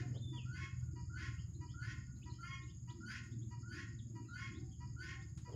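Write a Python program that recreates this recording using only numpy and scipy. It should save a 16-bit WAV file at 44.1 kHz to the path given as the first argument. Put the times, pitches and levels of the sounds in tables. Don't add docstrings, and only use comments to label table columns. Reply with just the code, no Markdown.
import sys
import numpy as np
from scipy import signal
from scipy.fft import rfft, irfft, next_fast_len
from scipy.io import wavfile
from scipy.ndimage import map_coordinates

SR = 44100
rng = np.random.default_rng(int(sys.argv[2]) if len(sys.argv) > 2 else 0)


def to_wav(sig):
    pcm = np.clip(np.atleast_2d(sig), -1, 1) * 32767
    pcm = np.round(pcm).astype(np.int16)
    wavfile.write(sys.argv[1], SR, pcm.T)


N = 244755
T = np.arange(N) / SR

# (time [s], whistle length [s], rasp length [s], whistle [dB], rasp [dB],
# pitch at the break [Hz], roughness [0-1], low tone [Hz], high tone [dB], squeal [dB])
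FOWL_CRIES = [(-.21, 0.085, .17, -57, -47.5, 1490, 0.8, 1067, 1, -63),
              (.454, 0.092, 0.144, -57.5, -51, 1513, 0.52, 1080, -4, -65.5),
              (1.095, 0.076, 0.14, -54.5, -49.5, 1495, 0.59, 1062, 1, -65.5),
              (1.739, .086, 0.14, -55, -50.5, 1481, 0.6, 1065, 2.5, -64),
              (2.386, 0.047, 0.17, -55, -50, 1394, 0.09, 1076, -4.5, -65),
              (3.005, 0.079, 0.13, -54.5, -49.5, 1504, 0.84, 1058, 2, -59.5),
              (3.628, .090, 0.14, -57, -50, 1485, 0.77, 1075, 7.5, -62),
              (4.285, 0.073, 0.16, -53.5, -50, 1477, 0.42, 1074, -1, -63.5),
              (4.963, 0.05, .16, -55, -49.5, 1504, .42, 1071, 2.5, -62.5)]
# (harmonic [number], level [dB])
SQUEAL_OVERTONES = [(2, -6), (3, 3), (4, -7), (6, -16.5), (7, -27), (8, -26.5), (9, -31)]
# (tones in the sum [names], level [dB])
RASP_PARTIALS = [("low", -10), ("whistle", -16.5), ("high", -1), ("low low", -1), ("low whistle", -13),
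                 ("low high", -16), ("whistle high", -19.5), ("low low low", -11),
                 ("whistle whistle", -26.5), ("low high high", -17), ("low low high high", -18),
                 ("low low low low", -26.5)]
# (frequency [Hz], level [dB])
THROAT_SPECTRUM = [(850, -39), (1050, -16), (1200, -24.5), (1430, 5), (1650, -3), (1860, 5.5), (2150, -6),
                   (2320, -9.5), (2560, -2.5), (3050, -11.5), (3300, -11), (3700, -18), (5300, -8.5),
                   (6200, -15.5), (7000, -16.5), (8000, -34), (9500, -33.5), (16000, -56)]
# (time [s], length [s], level [dB], centre [Hz])
FEEDER_SHUFFLES = [(-.03, 0.19, -60, 286), (0.123, 0.072, -55, 466), (0.36, 0.053, -62, 423),
                   (5.47, .12, -56, 448)]
# (time [s], firing rate [Hz], deep beat [dB], hum [dB])
ENGINE_CURVES = [(0, 20.7, -56, -42), (0.48, 20.7, -56.5, -44), (0.622, 20.7, -49, -48),
                 (1.35, 19.2, -50, -49), (1.9, 18.2, -55.5, -44.5), (2.401, 17.2, -55, -51.5),
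                 (2.9, 17.6, -58.5, -47.0), (3.098, 19.6, -61, -51), (3.449, 19.2, -59, -46),
                 (3.749, 18.8, -59, -48.5), (4.33, 19.1, -60, -48.5), (4.6, 18.7, -53, -47.7),
                 (5.048, 18.9, -54, -47.5), (5.55, 18.4, -54.5, -45.5)]
# (frequency [Hz], level [dB])
EXHAUST_SPECTRUM = [(20, -29), (42, -16.5), (58, -12), (77, -5), (92, -1), (112, -1.5), (128, 0.5),
                    (145, -7), (175, -6.5), (210, -27), (330, -43.5), (420, -47), (700, -78), (2000, -101)]
# (time [s], lower band [dB], upper band [dB])
DRONE_LEVELS = [(0, -54, -59.5), (0.9, -71, -68.5), (1.2, -60.5, -61), (1.48, -73, -65.5),
                (2.22, -56.5, -67), (2.72, -73, -68), (2.95, -56, -65), (3.9, -59, -63.5),
                (4.6, -56, -62.6), (5.25, -72, -65), (5.55, -59.5, -71)]
# (frequency [Hz], level [dB])
BUZZ_SPECTRUM = [(4500, -63.5), (5900, -33), (6230, -15), (6400, -8), (6680, 2.5), (6950, -4.5),
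                 (7250, -5.5), (7600, -15), (8000, -36), (8800, -38), (9800, -25.5), (11000, -44),
                 (15000, -51)]
# (frequency [Hz], level [dB])
CHORUS_SPECTRUM = [(3000, -55), (3900, -33), (4400, -10.5), (4750, -3), (5200, 0), (5500, -14), (6000, -32),
                   (8000, -54)]
# (frequency [Hz], level [dB])
AIR_SPECTRUM = [(20, 6.5), (450, -1.5), (800, -1), (1400, -2), (2500, -8.5), (4000, -13), (8000, -16.5),
                (15000, -15.5)]
# (time [s], length [s], level [dB], start [Hz], middle [Hz], end [Hz])
FAR_HOOTS = [(0.013, 0.055, -62.5, 705, 712, 700), (0.817, 0.03, -66.5, 1380, 1473, 1510),
             (0.867, 0.039, -70.5, 1350, 1405, 1410), (1.325, 0.14, -74.5, 1330, 1324, 1290),
             (2.062, 0.073, -68.5, 1417, 1460, 1400), (4.043, .11, -78.5, 542, 600, 675),
             (4.557, 0.21, -77.5, 755, 766, 750), (5.115, 0.1, -68, 792, 782, 765.2)]
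# (time [s], length [s], level [dB], start [Hz], middle [Hz], end [Hz])
CHICK_PEEPS = [(0.136, 0.061, -61, 2880, 3380, 4300), (1.375, 0.036, -61.5, 2650, 2985, 3280),
               (1.541, 0.031, -69.5, 3700, 4250, 4130), (1.677, 0.051, -65, 2960, 3090, 3880),
               (2.157, 0.026, -73.5, 3700, 4134, 4420), (2.216, 0.029, -62, 2455, 2760, 3970),
               (2.295, 0.028, -59, 4030, 4260, 4160), (2.324, 0.06, -70, 2980, 3080, 3120),
               (2.612, 0.038, -66.5, 3260, 3638, 4233), (2.677, 0.043, -65, 2671, 3140, 3900),
               (2.884, 0.035, -60, 2420, 3350, 4760), (3.31, 0.036, -70, 3150, 3530, 3900),
               (3.412, 0.031, -69, 3200, 3480, 4140), (3.986, 0.02, -60, 4140, 3580, 3000),
               (4.24, 0.0334, -73, 2900, 2700, 2620), (4.268, 0.085, -69, 4080, 4009, 3803),
               (4.524, 0.068, -64.5, 3100, 3510, 4340), (4.707, 0.051, -69.5, 3290, 3250, 3060),
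               (5.205, 0.028, -70.5, 3150, 3600, 4100), (5.518, 0.048, -67.5, 3360, 3100, 2900)]
# (time [s], pitch [Hz], level [dB])
LONG_PEEP_CURVE = [(.20, 3410, -85), (0.229, 3590, -62.5), (0.281, 3530, -64), (0.329, 3516, -63.5),
                   (0.373, 3357, -58), (.39, 2820, -54.5), (0.409, 2570, -65.5), (.46, 2444, -74)]
# (time [s], level [dB])
FOWL_CLUCKS = [(0.325, -63), (.955, -63.5), (1.605, -62.5), (2.255, -62.5), (2.872, -63), (3.505, -62),
               (4.149, -62.5), (4.799, -62.5), (5.447, -62)]
# (frequency [Hz], level [dB])
CLUCK_PARTIALS = [(966, 2.5), (1250, -7.5), (1330, -10.5), (1630, -18.5), (1926, -3.5), (2410, -11.5),
                  (2888, -12.5), (4530, -11.5), (4790, -4.5), (5760, -16)]
# (time [s], level [dB])
FEED_TAPS = [(3.236, -69.5), (5.376, -62), (5.39, -72)]
# (frequency [Hz], time to fall 60 dB [s])
PORCH_DECAY = [(300, 0.19), (1000, 0.4), (2000, 0.36), (4000, 0.33), (8000, 0.25), (14000, 0.15)]


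def amp(db):
    return 10 ** (np.asarray(db) / 20)


def unit(x):
    return x / np.sqrt(np.mean(x ** 2) + 1e-20)


def curve_at(points, hz):
    f, value = np.transpose(points)
    return np.interp(np.log(hz + 1), np.log(f + 1), value)


def colour(x, points):
    size = next_fast_len(len(x), True)
    gain = amp(curve_at(points, np.fft.rfftfreq(size, 1 / SR)))
    return unit(irfft(rfft(x, size) * gain, size)[:len(x)])


def wander(t, hz):
    knots = rng.standard_normal(2048)
    return 1.187 * np.interp(2 * hz * t, np.arange(len(knots)), knots)


def angle(hz):
    return 2 * np.pi * (np.cumsum(hz) / SR + rng.random())


def gate(t, start, end, rise, fall):
    fade_in = np.sin(np.pi / 2 * np.clip((t - start) / rise, 0, 1))
    return fade_in * np.sin(np.pi / 2 * np.clip((end - t) / fall, 0, 1)) ** 2


def add(mix, s, sound):
    at = round(s * SR)
    sound = sound[max(-at, 0):]
    part = mix[max(at, 0):][:len(sound)]
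    part += sound[:len(part)]


def cry(s, lead, length, whistle_db, rasp_db, break_hz, rough, low_hz, high_db, squeal_db):
    whistle_hz, high_hz, hiss_rise_s = 1381, 1884, 0.043
    end, rough = lead + length, np.clip(rough, 0, 1)
    t = np.arange(int(end * SR)) / SR
    broken = np.clip((t - lead) / hiss_rise_s, 0, 1)
    shake = 0.0063 + .023 * rough * broken
    opening = np.interp(t, [lead, lead + 0.04964, lead + 0.0862, end], [0.016, .85, 1.1, 0.441])
    glide = np.interp(t, [0, 0.422 * lead, lead, lead + 0.041, end], [-0.173, 0.202, 0.95, 1.0, .05])
    middle_pitch = whistle_hz + (break_hz - whistle_hz) * glide
    middle = angle(middle_pitch * (1 + (.012 + shake) * wander(t, 171.1)))
    low_pitch = low_hz * (.962 + .045 * opening + 0.00499 * wander(t, 13.64))
    low = angle(low_pitch * (1 + 0.63 * shake * wander(t, 141.7)))
    high_pitch = high_hz * (.915 + .08 * opening + 0.00584 * wander(t, 13.4))
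    high = angle(high_pitch * (1 + 0.7 * shake * wander(t, 148.4)))
    swell_db = 5.0 - 13.1 * np.clip(1 - t / lead, 0, 1) ** 0.51
    whistle = unit(np.sin(middle)) * amp(whistle_db + swell_db + 2.2 * wander(t, 90))
    voice = whistle * gate(t, 0, lead + 0.049, 0.0045, 0.059) + amp(squeal_db) * squeal(t, lead)
    hiss_gain = amp(2) * rough * (0.43 + 0.67 * broken)
    envelope = amp(rasp_db - 4.5 * (1.5 - opening)) * gate(t, lead - .006, end, 0.02, 0.049)
    return s, voice + envelope * rasp(t, low, middle, high, opening, high_db, hiss_gain)


def squeal(t, break_s, base_hz=1505):
    climb = np.interp(t, [0, break_s - .02, break_s + .02, break_s + 0.071], [.93, 1.0, 1.04, 1.18])
    phase = angle(base_hz * climb * (1 + .024 * wander(t, 420) + .013 * wander(t, 70)))
    tone = unit(sum(amp(db) * np.sin(k * phase) for k, db in SQUEAL_OVERTONES))
    return tone * gate(t, break_s - .04, break_s + 0.1, 0.043, 0.073) ** 2 * amp(2.3 * wander(t, 110))


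def rasp(t, low, middle, high, opening, high_db, hiss_gain):
    phases, tones = {"low": low, "whistle": middle, "high": high}, 0
    for names, db in RASP_PARTIALS:
        parts = [phases[name] for name in names.split()]
        duck_db = 12 * (1 - opening) * (len(parts) > 2)
        tones += amp(db + high_db * (names == "high") - duck_db) * np.sin(sum(parts))
    chop = np.exp(0.59 * np.cos(2 * low - high))
    hiss = colour(rng.standard_normal(len(t)) * chop, THROAT_SPECTRUM)
    speed = .86 + .14 * np.minimum(opening, 1)
    hiss = map_coordinates(hiss, [np.cumsum(speed)], mode="mirror")
    return unit(unit(tones) + hiss_gain * hiss) * amp(2.0 * wander(t, 70))


def shuffle(s, length, db, hz):
    t = np.arange(int(length * SR)) / SR
    spectrum = [(hz / 3, -18), (hz, 0), (hz * 1.82, -19), (hz * 4, -33), (hz * 20, -56)]
    rub = colour(rng.standard_normal(len(t)), spectrum)
    return s, amp(db) * rub * amp(1.3 * wander(t, 47)) * gate(t, 0, length, 0.0535, 0.041)


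def engine(rumble_db=-1.67, hum_db=-4.0, beat_db=-2, pipe_hz=119, pipe_width_hz=11, waver_db=2.5):
    s, *columns = np.transpose(ENGINE_CURVES)
    rate, low_db, mid_db = (np.interp(T, s, c) for c in columns)
    phase = angle(rate * (1 + 0.0065 * wander(T, 9)))
    puffs = colour(rng.standard_normal(N) * np.exp(0.44 * np.cos(phase)), EXHAUST_SPECTRUM)
    rumble = amp((low_db + mid_db) / 2 + rumble_db) * puffs
    orders = sum(np.cos(k * (phase - 1.3)) / (1 + ((k * rate - pipe_hz) / pipe_width_hz) ** 2)
                 for k in range(5, 9))
    hum = amp(mid_db + hum_db + waver_db * wander(T, 5)) * unit(orders)
    beat = amp(low_db + beat_db) * unit(np.cos(4 * phase) + 0.36 * np.cos(3 * phase))
    return rumble + hum + beat


def drone(lower_trim_db=-3.5, upper_trim_db=-2.0, swell_hz=3.38, slowing_hz_per_s=0.2307, swell_db=5):
    s, *levels = np.transpose(DRONE_LEVELS)
    lower_db, upper_db = (np.interp(T, s, c) for c in levels)
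    lower = colour(rng.standard_normal(N),
                   [(120, -39), (190, -2.5), (228, -2), (260, -7), (340, -39.5), (700, -89)])
    upper = colour(rng.standard_normal(N),
                   [(170, -58.5), (270, -2.5), (325, 2.0), (360, -5.5), (440, -28.5), (900, -86.5)])
    turns = swell_hz * (T - 0.034) - slowing_hz_per_s * T ** 2 / 2
    lower *= amp(lower_db + lower_trim_db + 2.0 * wander(T, 7))
    upper *= amp(upper_db + upper_trim_db + swell_db * np.cos(2 * np.pi * turns) + 1.9 * wander(T, 6))
    return lower + upper


def insects(throb_hz=14.2, buzz_db=-70.5, chorus_db=-82.0, surge_hz=3.14, surge_db=5):
    throb = amp(1.3 * np.sin(angle(throb_hz * (1 + 0.01 * wander(T, 3.3)))) + 1.2 * wander(T, 50))
    buzz = amp(buzz_db) * throb * colour(rng.standard_normal(N), BUZZ_SPECTRUM)
    surge = amp(chorus_db + surge_db * np.cos(2 * np.pi * surge_hz * (T - 0.11)) + 3.3 * wander(T, 37))
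    return buzz + surge * colour(rng.standard_normal(N), CHORUS_SPECTRUM)


def air(db=-86.0):
    return amp(db) * colour(rng.standard_normal(N), AIR_SPECTRUM) * amp(2.6 * wander(T, 8.7))


def bird_note(s, length, db, *pitches):
    t = np.arange(int(length * SR)) / SR
    phase = angle(np.interp(t / length, [0, .5, 1], pitches) * (1 + 0.031 * wander(t, 420)))
    return s, amp(db - 7.5) * unit(np.sin(phase) * np.sin(np.pi * t / length))


def long_peep():
    s, hz, db = np.transpose(LONG_PEEP_CURVE)
    t = np.arange(s[0], s[-1], 1 / SR)
    pitch = np.interp(t, s, hz)
    phase = angle(pitch * (1 + 0.006 * wander(t, 120)))
    third = amp(-24) * (pitch / hz.max()) ** 10 * np.sin(3 * phase)
    return s[0], amp(np.interp(t, s, db)) * unit(np.sin(phase) + third)


def cluck(s, db):
    t = np.arange(int(.075 * SR)) / SR
    bend = 1.005 - 0.0083 * ((t - .025) / 0.021) ** 2 + 0.014 * wander(t, 220)
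    note = sum(amp(partial_db - 2.6 * np.sqrt(hz) * t) * np.sin(angle(hz * bend))
               for hz, partial_db in CLUCK_PARTIALS)
    return s, amp(db) * unit(note) * gate(t, 0, 0.073, 0.02, 0.037)


def feed_tap(s, db, decay_s=0.016):
    t = np.arange(int(0.047 * SR)) / SR
    spectrum = [(300, -15), (1200, 3), (4500, 0.5), (9000, -3.5), (15000, -34)]
    return s, amp(db) * colour(rng.standard_normal(len(t)), spectrum) * np.exp(-t / decay_s)


def porch(x, wet_db, echoes_per_s=3000):
    t = np.arange(SR) / SR
    echoes = rng.choice([-1, 1], SR) * (rng.random(SR) < echoes_per_s / SR) * (t > .003)
    hz, age, bands = signal.stft(echoes, SR, nperseg=256)
    tail = signal.istft(bands * amp(-60 * age / curve_at(PORCH_DECAY, hz)[:, None]), SR)[1]
    wet = signal.fftconvolve(x, tail / np.linalg.norm(tail))[:N]
    return (x + amp(wet_db) * wet) / np.hypot(1, amp(wet_db))


def scene():
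    fowl, chicks, near = np.zeros((3, N))
    for mix, source, cues in [(fowl, cluck, FOWL_CLUCKS), (fowl, cry, FOWL_CRIES),
                              (chicks, bird_note, CHICK_PEEPS), (fowl, bird_note, FAR_HOOTS),
                              (near, shuffle, FEEDER_SHUFFLES), (near, feed_tap, FEED_TAPS)]:
        for cue in cues:
            add(mix, *source(*cue))
    add(near, *long_peep())
    outdoor_air = air()
    voices = porch(fowl, wet_db=-0.5) + porch(chicks, wet_db=-5.0) + porch(near, wet_db=-6.0)
    return (voices + engine() + drone() + insects() + outdoor_air)[None]


def record(dry, cutoff_hz=15750):
    lowpass = signal.firwin(511, cutoff_hz, window=("kaiser", 9), fs=SR)
    return signal.oaconvolve(dry, lowpass[None], "same")


dry = scene()
out = record(dry)
to_wav(out)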